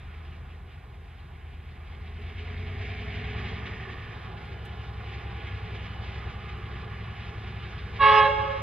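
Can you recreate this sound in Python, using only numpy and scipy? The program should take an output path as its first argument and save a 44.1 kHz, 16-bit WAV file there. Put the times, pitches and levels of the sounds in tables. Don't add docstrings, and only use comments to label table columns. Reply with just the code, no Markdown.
import sys
import numpy as np
from scipy import signal
from scipy.fft import rfft, irfft, next_fast_len
from scipy.io import wavfile
from scipy.ndimage import uniform_filter1d

SR = 44100
rng = np.random.default_rng(int(sys.argv[2]) if len(sys.argv) > 2 else 0)


def pcm_store(signal):
    levels = np.round(np.clip(np.atleast_2d(signal), -1, 1) * 32767)
    wavfile.write(sys.argv[1], SR, levels.astype(np.int16).T)


def volts_from_db(level):
    exponent = np.asarray(level, float) / 20
    return 10 ** exponent


N = 380141
T = np.arange(N) / SR
SIZE = next_fast_len(N + 9000)
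HZ = np.arange(SIZE // 2 + 1) * SR / SIZE + 1e-3
RUNNING_HZ = 10.83
VALVE_OPENS_S = 7.984


def rms_one(x):
    return x / np.sqrt(np.mean(x ** 2) + 1e-20)


def in_time(rows):
    return np.interp(T, *np.transpose(rows))


def at_hz(points, hz):
    point_hz, point_db = np.transpose(points)
    return np.interp(np.log(hz), np.log(point_hz), point_db)


def drift(rate):
    r = np.exp(-80 * np.pi * rate / SR)
    slow = signal.lfilter([1], [1, -2 * r, r * r], rng.standard_normal(N // 40 + 2002))[2000:]
    return np.interp(np.arange(N) / 40, np.arange(len(slow)), rms_one(slow - slow.mean()))


def filtered(x, response):
    return irfft(rfft(x, SIZE) * response, SIZE)[..., :N]


def bandpass(x, low_hz, high_hz):
    return signal.sosfilt(signal.butter(2, [low_hz, high_hz], "band", fs=SR, output="sos"), x)


def resonances(rows):
    return [(db, 1 + (2 * (HZ - hz) / width_hz) ** 2) for hz, width_hz, db in rows]


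def noise(spectrum, patchy_db, shared_db, count):
    low, high = np.log(spectrum[0][0]), np.log(spectrum[-1][0])
    place = (np.log(HZ) - low) / (high - low) * (count - 1)
    white = rfft(rng.standard_normal((2, SIZE))) * volts_from_db(at_hz(spectrum, HZ))
    together = drift(5.0) + 0.54 * drift(36.0)
    out = 0
    for k in range(count):
        band = irfft(white * np.clip(1 - abs(place - k), 0, 1), SIZE)[:, :N]
        apart = 0.5 * drift(2.58) + drift(17.0)
        out = out + band * volts_from_db(patchy_db * apart + shared_db * together)
    return rms_one(out)


def bursts(events, fall_s, over_db, rise_s):
    clicks = np.zeros(N)
    clicks[[round(s * SR) for s, db in events]] = volts_from_db(np.array(events)[:, 1] + over_db)
    fall = signal.lfilter([1], [1, -np.exp(-1 / (fall_s * SR))], clicks + 1e-18)
    r = np.exp(-1 / (rise_s * SR))
    return signal.lfilter([1 - r], [1, -r], fall)


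def engine():
    # time_s, cycles_hz
    cycle = [(0.0, 8.703), (0.8, 8.781), (1.3, 8.526), (1.8, 8.466), (2.1, 8.769), (3.4, 10.907),
             (3.75, 11.282), (4.1, 11.26), (4.9, 10.843), (5.25, 10.798), (6.0, 10.847), (8.62, 10.819)]
    # time_s, over_steady_running_db
    effort = [(0.0, -5.5), (0.35, -8), (1.0, -11.5), (1.7, -9.5), (2.15, -4), (2.6, 1.5), (2.9, 3),
              (3.4, 6), (3.9, 2.5), (4.2, -1), (4.9, -2), (5.4, 1), (6.3, 0.9), (7.2, 0.5), (8.62, 2.5)]
    speed, effort_db = in_time(cycle), in_time(effort)
    throttle_s = 0.8
    span = int(throttle_s * SR / 2)
    surge = uniform_filter1d(uniform_filter1d(np.gradient(speed) * SR, span), span)

    def layer_db(steady_db, per_effort_db, per_hz_db, per_surge_db):
        return steady_db + per_effort_db * effort_db + per_hz_db * (speed - RUNNING_HZ) + per_surge_db * surge

    load_db = layer_db(0.21, 0.44, -0.89, 1.2)
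    load_db = load_db - 8 * np.clip(speed - RUNNING_HZ, 0, None)
    rumble_db = layer_db(-47.5, 0.44, 0.3, -0.6)
    roar_db = layer_db(-47.5, 0.41, 1.8, -0.53)
    clatter_db = layer_db(-48, 0.96, 0.06, 0.01)
    strain = volts_from_db(-48.5 + effort_db) * np.clip(surge, 0, None) ** 0.57

    turn = 2 * np.pi * np.cumsum(speed) / SR + np.pi
    tones = exhaust(speed, turn, load_db) + knocks(speed, turn, roar_db) + strain * bark(speed)
    return tones, rumble(rumble_db) + roar(roar_db) + clatter(clatter_db)


def exhaust(speed, turn, load_db):
    # cycle_multiple, rms_db
    slow_orders = [(2, -92.5), (3, -69.5), (4, -62.5), (5, -68.5), (6, -46), (7, -52.5), (8, -70.5),
                   (9, -42), (10, -50.5), (11, -63.5), (12, -68), (13, -63.5), (14, -55.5), (15, -65.5),
                   (16, -65), (17, -78), (18, -64), (19, -69), (20, -68), (21, -68), (22, -71.5)]
    # cycle_multiple, rms_db
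    fast_orders = [(2, -68), (3, -60), (4, -56), (5, -53), (6, -41.5), (7, -48), (8, -46.5), (9, -46),
                   (10, -42.5), (11, -62), (12, -63), (13, -64), (14, -54.5), (15, -54), (16, -70),
                   (17, -66), (18, -55), (19, -72), (20, -60), (21, -68), (22, -72)]
    fast = np.clip((speed - 9.6) / (11.0 - 9.6), 0, 1)
    out = 0
    for (k, slow_db), (_, fast_db) in zip(slow_orders, fast_orders):
        order_db = slow_db + fast * (fast_db - slow_db) + load_db + 1.47 * drift(0.98)
        if 4.5 < k < 10.5:
            lag = 0.5 + (k in (8, 10))
        else:
            lag = 2.7 + (2 * np.pi if k > 10.5 else 0.2) * rng.random()
        out = out + volts_from_db(order_db) * np.cos(round(k) * turn - lag + 0.27 * drift(1.0))
    return np.sqrt(2) * out


def knocks(speed, turn, roar_db):
    # cycle_multiple, rms_db
    knock_orders = [(23, -80.5), (33, -68.5), (34, -59), (36, -71.5), (39, -66.5), (40, -57.5), (42.5, -64),
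                    (50, -76.5), (65, -77.5), (75, -58), (104, -63), (110, -64), (128, -59.5), (158, -60.5),
                    (196, -78), (273, -65.5)]
    out = 0
    for k, knock_db in knock_orders:
        waver = 0.34 * np.sqrt(k) * drift(2.5)
        blur_db = (k > 60) * -12 * abs(speed - RUNNING_HZ)
        order_db = knock_db + blur_db + roar_db + 48 + 2.95 * drift(1.4)
        out = out + volts_from_db(order_db) * np.cos(round(2 * k) / 2 * turn + waver)
    return np.sqrt(2) * out


def bark(speed):
    # centre_hz, width_hz, peak_db
    pipe = [(131, 18, -15.5), (235, 56, 3), (422, 38, 6.5), (680, 110, -3.5), (1760, 200, -9),
            (2200, 350, -6), (3020, 850, -17)]
    pattern = rng.standard_normal(600)
    place = np.cumsum(speed) / SR % 1 * len(pattern)
    rough = np.interp(place, np.arange(len(pattern)), pattern) + 0.5 * rng.standard_normal(N)
    return rms_one(filtered(rough, sum(volts_from_db(db) / spread for db, spread in resonances(pipe))))


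def rumble(rumble_db):
    # freq_hz, density_db
    colour = [(16, -44.5), (25, -14.5), (45, -8.5), (80, -5.5), (120, -5), (170, -13), (250, -18.5),
              (330, -20.5), (500, -50)]
    return volts_from_db(rumble_db + 4.5) * noise(colour, patchy_db=-0.5, shared_db=-1.0, count=5)


def roar(roar_db):
    # freq_hz, density_db
    colour = [(200, -29), (330, 3.5), (450, -3), (800, -4), (1200, -9), (1500, -5), (2000, -19.5)]
    return volts_from_db(roar_db + 4.5) * noise(colour, patchy_db=1.5, shared_db=-0.43, count=6)


def clatter(clatter_db):
    # freq_hz, density_db
    colour = [(900, -43.5), (1400, -10.5), (1600, -0.5), (1800, -5.5), (2200, -2), (3000, -7), (3500, -10),
              (4000, -15), (4500, -20.5), (5050, -20), (5400, -32), (6000, -37), (6700, -45), (9000, -74)]
    # start_s, peak_db
    clanks = [(2.2094, -43), (2.3794, -31), (2.8095, -29), (3.04, -49), (3.3842, -42), (3.4825, -27),
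              (3.6566, -21), (4.3645, -31), (5.4665, -33), (5.7438, -33), (6.1135, -35), (6.2971, -31),
              (6.4834, -28), (7.0356, -29), (7.2519, -46), (7.7794, -28), (7.9603, -32)]
    strength = volts_from_db(clatter_db) + bursts(clanks, fall_s=0.0096, over_db=-14.0, rise_s=0.0072)
    return strength * noise(colour, patchy_db=1.2, shared_db=1.16, count=7)


def ridge(width_hz):
    # strongest_s, centre_hz, slide_hz_per_s, rms_db, swell_s
    slides = [(3.05, 2300, -250, -53, 0.25), (3.92, 1790, -260, -47.5, 0.25),
              (6.55, 1200, -110, -50.5, 0.37), (3.85, 1180, -120, -52, 0.25), (3.2, 740, 40, -52, 0.3)]
    low = signal.butter(2, width_hz / 2, fs=SR, output="sos")
    slow = signal.sosfilt(low, rng.standard_normal((2, N)))
    out = 0
    for s, hz, slide, db, swell_s in slides:
        turn = 2 * np.pi * (hz + slide * (T - s) / 2) * (T - s)
        swell = np.exp(-0.5 * ((T - s) / swell_s) ** 2)
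        out = out + volts_from_db(db) * swell * rms_one(slow[0] * np.cos(turn) + slow[1] * np.sin(turn))
    return out


def horn():
    # pitch_hz, harmonics_db (1, 2, 3 .. against the voice
    trumpets = [
        (426, [-7.5, 1.5, -8, -15.5, -20, -21, -22, -28.5, -38, -50.5, -56.5, -40.5, -53.5, -54.5, -64, -62]),
        (545, [4.5, 2.5, -5.5, -12, -14, -19.5, -25.5, -36, -38, -56.5, -55, -64.5]),
        (562, [5.5, 2.5, -2, -9, -10, -16.5, -22, -28.5, -35, -40, -48, -54.5]),
    ]
    # attack_s, full_db, sag_db_per_s while blown, shut_s, echo_db
    voices = [
        (0.015, -24.5, -40, 8.185, -32.5),
        (0.013, -14.5, 42, 8.27, -37),
        (0.018, -22, 41, 8.27, -41.5),
        (0.017, -28.5, 3, 8.28, -34.5),
    ]
    start = round(7.9 * SR)
    t = T[start:]
    since = np.clip(t - VALVE_OPENS_S, 0, None)
    sag = 0.997 + 0.036 * np.exp(-since / 0.045)
    levels_db = [blown(t, *voice, fall_db_per_s=33.5) for voice in voices[:-1]]
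    ground_db = blown(t, *voices[-1], fall_db_per_s=13)
    echoes = np.clip((t - 8.2) / 0.082, 0, 1)
    tilt_db = 0.62 - 2.4 * np.exp(-since / 0.045) - 0.4 * echoes
    out = 0
    for (pitch_hz, harmonics_db), voice_db in zip(trumpets, levels_db):
        air = bandpass(rng.standard_normal(len(t)), 20, 300)
        turn = 2 * np.pi * np.cumsum(pitch_hz * sag * (1 + 0.003 * drift(30.0)[start:])) / SR
        turn += 0.04 * rms_one(air)
        for k, db in enumerate(harmonics_db):
            base_db = ground_db if k == 0 and pitch_hz > 500 else voice_db + tilt_db * abs(k - 1)
            flutter_db = ((1.03 + 0.24 * k) * (k != 1) + 2.5 * echoes) * drift(10.4)[start:]
            paths = 2 * np.pi * rng.random() + (0.35 + 0.59 * echoes) * drift(7.0)[start:]
            out = out + volts_from_db(base_db + db + flutter_db) * np.cos((k + 1) * turn + paths)
    out = np.sqrt(2) * np.clip(since / 0.0085, 0, 1) * out
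    bent = bandpass(out ** 2, 700, 4200)
    top_lost = signal.butter(8, 5500, fs=SR, output="sos")
    far = signal.sosfilt(top_lost, out + 0.45 * bent)
    return np.r_[np.zeros(start), far]


def blown(t, attack_s, full_db, sag_db_per_s, shut_s, echo_db, fall_db_per_s):
    since = np.clip(t - VALVE_OPENS_S, 0, None)
    after = np.clip(t - shut_s, 0, None)
    swell_db = -48.5 * np.exp(-since / attack_s)
    direct_db = full_db - sag_db_per_s * (since - after) - 168 * after
    linger_db = echo_db - fall_db_per_s * after
    return swell_db + 10 * np.log10(volts_from_db(2 * direct_db) + volts_from_db(2 * linger_db))


def woods(x, wet_db, onset_s):
    # freq_hz, decay_s
    tail_t60 = [(300, 2.3), (1000, 1.2), (2500, 1.77), (7000, 1.3)]
    t, out = np.arange(SR) / SR, 0
    corners_hz = np.array(tail_t60)[:, 0]
    for low, high in zip(corners_hz, corners_hz[1:]):
        band = bandpass(rng.standard_normal((2, SR)), low, high)
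        out = out + band * volts_from_db(-60 * t / at_hz(tail_t60, np.sqrt(low * high)))
    out = out * np.clip(t / onset_s, 0, 1) * volts_from_db(wet_db)
    return signal.fftconvolve(x[None], out, axes=1)[:, :N]


def arrive(direct, scattered):
    # centre_hz, width_hz, depth_db
    notches = [(320, 61, -13.5), (576.6, 164, -11.5), (921, 86, -9), (1349, 81, -9), (1549, 143, -9.5)]
    # freq_hz, share_db
    scatter = [(30, -17.5), (200, -20), (400, -17), (800, -12.5), (1400, -9), (2500, -18.5), (3500, -13.5),
               (4200, -23.5), (6000, 9.5)]
    # freq_hz, left_minus_right_db
    left_more = [(60, .3), (160, .5), (250, 1.2), (410, -.5), (660, -3), (1070, -4), (1730, -4), (2800, -1),
                 (3900, 3.5), (4520, 1.5), (5200, -1)]
    # freq_hz, left_lead_rad
    left_lead = [(30, 0), (250, -.1), (500, -.5), (860, -.8), (1290, -.3), (1640, .3), (2580, -.2),
                 (3620, -.3), (3960, -.6), (4400, -2.0), (5100, -1.7), (6000, -1.0)]
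    dips_db = sum(db / spread for db, spread in resonances(notches))
    ports = np.array([[0.5], [-0.5]])
    pair = volts_from_db(ports * at_hz(left_more, HZ))
    lead = np.exp(1j * ports * at_hz(left_lead, HZ))
    front = filtered(direct, volts_from_db(dips_db) * pair * lead)
    sides = filtered(scattered, volts_from_db(at_hz(scatter, HZ)) * pair * 2 * ports)
    return front + sides


def camera():
    # start_s, peak_db
    ticks = [(2.209, -72), (4.449, -74), (4.649, -58), (5.469, -74), (6.571, -70)]
    common, apart = rng.standard_normal((2, N))
    hiss = volts_from_db(-81.5 + 5.0) * (0.91 * common + 1.1 * apart * np.array([[1], [-1]]))
    whine = volts_from_db(-95 + 2.5 * drift(5.0)) * np.sin(2 * np.pi * 11500 * T)
    high = signal.butter(2, 3600, "high", fs=SR, output="sos")
    crack = signal.sosfilt(high, rng.standard_normal((2, N)))
    return hiss + whine + crack * bursts(ticks, fall_s=0.012, over_db=3, rise_s=0.002)


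def scene():
    tones, body = engine()
    blast = horn()
    tail = woods(blast, wet_db=-47, onset_s=0.025)
    direct = tones + body[0] + blast + tail[0] + ridge(width_hz=160)
    return arrive(direct, body[1] + volts_from_db(8.5) * tail[1]) + camera()


def top_cut(x):
    return signal.sosfilt(signal.butter(12, 13650, fs=SR, output="sos"), x)


def record(dry):
    soft = 3.856 * np.tanh(dry / 4.155)
    return top_cut(soft)


dry = scene()
out = record(dry)
pcm_store(out)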